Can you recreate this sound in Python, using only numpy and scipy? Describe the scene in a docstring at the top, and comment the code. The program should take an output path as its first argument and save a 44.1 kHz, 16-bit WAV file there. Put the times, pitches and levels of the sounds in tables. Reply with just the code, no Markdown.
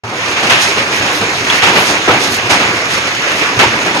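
"""Large hailstones pound a shallow pond with reeds, heard from a camera on the bank; the sound fades in.
Countless far splashes merge into a roar, with ticks of ice and ringing bubbles. Near stones thump, plunge and
splash, and thrown water patters back. The recorder has two narrow treble notches and overloads on the big hits."""
import sys
import numpy as np
from scipy import signal
from scipy.fft import rfft, irfft
from scipy.io import wavfile
from scipy.ndimage import uniform_filter1d

SR = 44100
rng = np.random.default_rng(int(sys.argv[2]) if len(sys.argv) > 2 else 0)


def log_audio(samples):
    """Write samples as a 16-bit WAV file to the path given in sys.argv[1]."""
    # one column per channel
    frames = np.atleast_2d(samples).T
    # limit to full scale, then quantise
    limited = np.clip(frames, -1, 1)
    pcm = np.round(limited * 32767).astype(np.int16)
    wavfile.write(sys.argv[1], SR, pcm)


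N = 176400

# near stones: (s, plunge dB, splash dB, spray dB, rise time s, decay time s)
STONES = [(0.034, -9, -32, -40, 0.0018, 0.11), (.12, -14, -26, -40, .004, .04), (.19, -31, -15.5, -32, 0.012, 0.15), (0.361, -27, -13.5, -32, .008, 0.18), (.425, -14, -17, -18, 0.0072, 0.14), (0.495, -19, -2.5, -13, 0.0067, 0.094),
          (0.767, -14.5, -15, -22.5, 0.0076, 0.088), (1.005, -20, -17.5, -38, 0.0069, 0.15), (1.208, -12.5, -31, -22, .003, 0.067), (1.465, -22, -12.5, -40, .004, .04),
          (1.5, -22, -8.5, -24, .001, 0.13), (1.611, -17.5, -3.5, -14.5, 0.029, 0.089), (1.664, -10, -14, -25, 0.011, 0.14), (1.749, -10.5, -6, -19, 0.014, .07),
          (1.885, -14, -17, -16, 0.012, 0.078), (2.073, -3, -7, -32, 0.011, 0.042), (2.105, -17, -9.5, -24, 0.0063, .07), (2.14, -12.5, -17, -40, .006, 0.075), (2.26, -20.5, -28, -28, 0.0072, 0.12),
          (2.492, -9, -6, -9.5, .016, 0.071), (2.585, -15, -10.5, -21, 0.027, 0.1), (3.12, -37, -16.5, -37, 0.2, 0.23),
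          (3.406, -19, -15, -24, 0.0078, .07), (3.566, -17, -40, -40, .005, .03), (3.59, -7.5, -1, -14, .001, 0.053), (3.629, -10, -7, -16, .003, 0.03), (3.73, -16.5, -16.5, -43, .006, 0.077),
          (3.857, -14, -18, -26, 0.0056, 0.094), (3.94, -13, -19, -22, 0.0092, 0.075)]
# deep thumps of collapsing craters: (s, dB, pitch Hz)
THUMPS = [(.04, -5, 109), (.515, -14, 114), (.625, -29, 100), (.78, -17.5, 109), (1.0, -14, 108), (1.209, -17, 116), (1.404, -18, 110),
          (1.631, -15, 104), (1.76, -20, 115), (2.075, -27, 123), (2.309, -20, 107), (2.441, -15.5, 113), (2.51, -17, 105),
          (3.568, -9, 111), (3.66, -12, 114.4)]
# plops of large air pockets: (s, dB, starting pitch Hz, decay time s)
PLOPS = [(0.511, -16, 910, .025), (1.22, -11.5, 418, 0.027), (2.088, -2, 1180, 0.014), (2.094, -5.5, 452, 0.012), (2.143, -9, 726, 0.017),
         (2.515, -11, 779, 0.026), (3.597, -4, 1298, .01), (3.631, -3, 857, 0.017)]
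# thrown water falling back: (s of the peak, patter dB, sizzle dB, half length s)
SHOWERS = [(.27, -24, -44, 0.047), (0.628, -11, -30, 0.019), (0.676, -17, -46, 0.059), (0.97, -26, -32.5, .035), (1.162, -20.5, -30, 0.033), (1.356, -25, -44, .04), (1.563, -18, -32, 0.029),
           (1.804, -21, -25, 0.043), (1.886, -14.5, -33, 0.036), (2.24, -16, -32, 0.036), (2.341, -17, -25, 0.028), (2.94, -18, -35, 0.031), (3.38, -26, -34, 0.043)]
PING_S, PING_HZ, PING_DB, PING_DECAY_S = 1.5, 3340, 0.5, 0.0025  # one stone rings on something hard
# colours: (Hz, dB per Hz)
ROAR = [(20, -41), (45, -18), (75, -9.5), (110, 0), (180, -4), (330, 0), (700, -3), (1300, 1), (2400, 4.5), (3300, -4.5), (4800, -8), (6700, -7.5), (8600, -18.5), (11000, -25.5), (15000, -43.5)]
PLUNGE = [(30, -34), (110, -5.5), (300, -0.5), (550, -1), (950, -0.5), (1500, -4.5), (3000, -23.5), (12000, -61)]
SPLASH = [(50, -31), (400, -13), (900, -3), (1700, -0.5), (2700, 1.5), (3800, -7.5), (7000, -21), (14000, -51)]
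SPRAY = [(100, -25), (1800, -17), (3400, 2.5), (5000, 2), (6800, 0.5), (8700, -3), (11000, -12.5), (15000, -35)]
SIZZLE = [(3000, -35), (8000, -1), (11300, -1), (13000, -9), (15000, -17)]
ROAR_DB, ROAR_SWELL_DB, ROAR_PATCHY_DB = -14, 0, 1.77
SPRAY_DECAY_SHARE = 0.69
PLOP_RISE_S, PLOP_GLIDE_PER_S, PLOP_WOBBLE = 0.0022, 5.04, 0.083
THUMP_RISE_S, THUMP_DECAY_S, THUMP_GLIDE_PER_S = 0.0072, 0.027, 0.63
FAR_PER_S, FAR_SPREAD_DB, FAR_DECAY_S = 60, 1.5, .02  # fixed
FAR_PLUNGE_DB, FAR_SPLASH_DB, FAR_SPRAY_DB = -26.5, -22.5, -27
TICKS_DB, TICKS_PER_S, TICK_SPREAD_DB = -25.5, 350, 4.2
BUBBLES_DB, BUBBLES_PER_S, BUBBLE_CYCLES, BUBBLE_GLIDE = -26, 190, 8.3, 0.032
# the two microphone ports: (Hz, likeness), (Hz, radians that left leads), (Hz, L-R dB)
SAME = [(30, 3.7), (400, 0.98), (550, 0.9), (800, 0.85), (1100, 0.46), (1500, 0.12), (2100, 0.3248), (3200, 0.2), (4300, -0.03), (5100, 0.24), (5700, 0.04), (6200, .2), (6400, 1.6), (6800, 1.6), (7050, .55), (7500, 1.04), (9400, 0.3), (10000, 0.2), (15000, 0.46)]
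LEAD = [(30, 0), (500, 0), (1100, .35), (1500, 1.5), (2000, 3), (2700, 3.7), (3500, 3), (4200, 3.8), (4600, 6.1), (5200, 6.8), (6100, 6.28), (15000, 6.28)]  # fixed
BALANCE_DB = [(450, -0.5), (850, 0.1), (1400, -2), (2200, -4), (2700, -2), (3300, -0.5), (4000, -2), (5400, -3.5), (5900, -2.6), (6600, -4), (8300, 1.2), (9500, 0), (10000, 5), (11000, 7), (13500, 1.5)]
NOTCHES = [(7680, 1600), (9580, 1130)]  # (Hz, width Hz)
FADE_IN = [(.034, -67), (.037, -15), (.12, -9), (.2, -6), (.27, -3), (.4, -1.5)]  # (s, dB)
CLIP_KNEE, CEILING = .86, .93  # fixed
EDGE_HZ = 15600  # fixed
T, HZ = np.arange(N) / SR, np.fft.rfftfreq(N, 1 / SR)


def amp(db):
    """Decibels to gain."""
    return 10 ** (np.asarray(db) / 20)


def evened(x):
    """Scales to an rms of 1."""
    return x / np.sqrt(np.mean(x ** 2) + 1e-20)


def read(points, hz):
    """Reads a table along a log-frequency axis."""
    f, value = np.transpose(points)
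    return np.interp(np.log(hz + 1), np.log(f + 1), value)


def add(mix, s, sound):
    """Mixes a sound in at a time."""
    part = mix[max(round(s * SR), 0):][:len(sound)]
    part += sound[:len(part)]


def colour(x, points):
    """Causal filter with the given spectrum; rms 1."""
    log_gain = np.log(amp(read(points, abs(np.fft.fftfreq(N, 1 / SR)))))
    return evened(irfft(rfft(x) * np.exp(np.conj(signal.hilbert(log_gain)))[:len(HZ)], N))


def clicks(per_s, spread_db, channels=2):
    """Random clicks of random sign: many small, a few large."""
    size = amp(spread_db * np.minimum(rng.exponential(1, (channels, N)), 4))  # fixed
    return size * (rng.random((channels, N)) < per_s / SR) * rng.choice([-1, 1], (channels, N))


def droplets(points, per_s, spread_db):
    """Water torn into drops: very dense clicks with one colour."""
    return colour(clicks(per_s, spread_db), points)


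def burst(start, rise_s, decay_s):
    """A rise, then an exponential fall."""
    t = np.maximum(T - start, 0)
    return np.minimum(t / rise_s, 1) * np.exp(-np.maximum(t - rise_s, 0) / decay_s)


def roar():
    """Distant hail merged into a wash that shifts in patches."""
    z = signal.stft(rng.standard_normal((2, N)), nperseg=512, noverlap=384)[2]  # fixed
    frames = z.shape[2]
    patches = evened(uniform_filter1d(uniform_filter1d(rng.standard_normal((frames, z.shape[1])), size=20, axis=0), size=9, axis=1))
    swell = evened(uniform_filter1d(rng.standard_normal(frames), size=50))
    z = z * amp(ROAR_PATCHY_DB * patches.T + ROAR_SWELL_DB * swell)
    return amp(ROAR_DB) * colour(signal.istft(z, nperseg=512, noverlap=384)[1][:, :N], ROAR)  # fixed


def far_stones():
    """Stones at middle distance: short splashes, each with its own mix of plunge, splash and spray."""
    hits, out = clicks(FAR_PER_S, FAR_SPREAD_DB, channels=1)[0] ** 2, 0
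    for points, db in (PLUNGE, FAR_PLUNGE_DB), (SPLASH, FAR_SPLASH_DB), (SPRAY, FAR_SPRAY_DB):
        power = signal.lfilter([1], [1, -np.exp(-2 / (FAR_DECAY_S * SR))], hits * rng.uniform(0, 1, N))
        out = out + amp(db) * evened(np.sqrt(power)) * droplets(points, per_s=7000, spread_db=3)
    return out


def near_stones():
    """Each big stone makes a hollow plunge, a splash and a shorter bright spray; some slap, others roll in."""
    plunge = splash = spray = 0
    for start, plunge_db, splash_db, spray_db, rise_s, decay_s in STONES:
        shape = burst(start, rise_s, decay_s)
        plunge = plunge + (amp(plunge_db) * shape) ** 2
        splash = splash + (amp(splash_db) * shape) ** 2
        spray = spray + (amp(spray_db) * burst(start, rise_s, decay_s * SPRAY_DECAY_SHARE)) ** 2
    return (np.sqrt(plunge) * droplets(PLUNGE, per_s=6000, spread_db=2.5) + np.sqrt(splash) * droplets(SPLASH, per_s=6000, spread_db=2.5)
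            + np.sqrt(spray) * droplets(SPRAY, per_s=8000, spread_db=5.5))


def showers():
    """Thrown water patters back in soft bright swells, topped by a sizzle of the finest drops."""
    patter = sizzle = 0
    for s, patter_db, sizzle_db, half_s in SHOWERS:
        swell = np.exp(-((T - s) / half_s) ** 2)
        patter = patter + amp(patter_db) ** 2 * swell
        sizzle = sizzle + amp(sizzle_db) ** 2 * swell
    return np.sqrt(patter) * droplets(SPRAY, per_s=5000, spread_db=2.0) + np.sqrt(sizzle) * droplets(SIZZLE, per_s=1500, spread_db=3.5)


def thumps():
    """The crater of a big stone collapses with a low note that rises a little."""
    out, t = np.zeros(N), T[:SR // 4]
    shape = np.minimum(t / THUMP_RISE_S, 1) * np.exp(-t / THUMP_DECAY_S)
    for s, db, hz in THUMPS:
        add(out, s, amp(db) * shape * np.sin(2 * np.pi * hz * t * (1 + THUMP_GLIDE_PER_S * t)))
    return out


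def ticks():
    """Small ice pellets tick on the reeds and the water."""
    pellet = [(100, -18), (600, 0.0), (2500, 10.5), (6500, -6.5), (10000, -14), (15000, -32.0)]  # (Hz, dB per Hz)
    return amp(TICKS_DB) * colour(clicks(TICKS_PER_S, TICK_SPREAD_DB), pellet)


def bubbles(low_hz=270, high_hz=3200, count=28):
    """Trapped air rings for a few cycles, rising in pitch."""
    hits, kind, t = clicks(BUBBLES_PER_S, spread_db=2.5), rng.integers(0, count, N), T[:SR // 8]
    out = 0
    for k, hz in enumerate(np.geomspace(low_hz, high_hz, count)):
        age = t * hz / BUBBLE_CYCLES
        ring = np.exp(-age) * (1 - np.exp(-t * hz)) * np.sin(2 * np.pi * hz * t * (1 + BUBBLE_GLIDE * age))
        out = out + signal.oaconvolve(hits * (kind == k), ring[None], axes=1)[:, :N]
    return amp(BUBBLES_DB) * evened(out)


def ping():
    """A short hard ring, to the left."""
    t = np.maximum(T - PING_S, 0) / PING_DECAY_S
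    return amp([[PING_DB], [PING_DB - 4.0]]) * 2 * np.sqrt(t) * np.exp(-t) * np.sin(2 * np.pi * PING_HZ * T)


def ports(field):
    """Two close ports hear the bass alike and the treble apart."""
    a, b = rfft(field)
    same, tilt = np.clip(read(SAME, HZ), -1, 1), amp(read(BALANCE_DB, HZ) / 2)
    right = (same * a + np.sqrt(1 - same ** 2) * b) * np.exp(-1j * read(LEAD, HZ))
    return irfft(np.array([a * tilt, right / tilt]), N)


def plops():
    """A big stone traps a pocket of air that rings, wobbles and rises in pitch as it nears the surface."""
    out, t = np.zeros(N), T[:SR // 6]
    for s, db, hz, decay_s in PLOPS:
        shape = np.minimum(t / PLOP_RISE_S, 1) * np.exp(-t / decay_s)
        wobble = evened(uniform_filter1d(rng.standard_normal(len(t)), size=120))
        turns = np.cumsum(hz * (1 + PLOP_GLIDE_PER_S * t + PLOP_WOBBLE * wobble)) / SR
        add(out, s, amp(db) * shape * np.sin(2 * np.pi * turns))
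    return out


def scene():
    """All of the hail on the pond."""
    return ports(roar() + far_stones() + near_stones() + showers() + ticks() + bubbles()) + thumps() + plops() + ping()


def record(dry):
    """Treble notches, fade-in, overload and the band limit."""
    x = dry
    for hz, width in NOTCHES:
        x = signal.lfilter(*signal.iirnotch(hz, hz / width, SR), x)
    x = x * amp(np.interp(T, *np.transpose(FADE_IN)))
    room = max(CEILING - CLIP_KNEE, .01)
    x = np.sign(x) * (np.minimum(abs(x), CLIP_KNEE) + room * np.tanh(np.maximum(abs(x) - CLIP_KNEE, 0) / room))
    return signal.oaconvolve(x, signal.firwin(511, EDGE_HZ, window=("kaiser", 9), fs=SR)[None], "same")  # fixed


dry = scene()
out = record(dry)
log_audio(out)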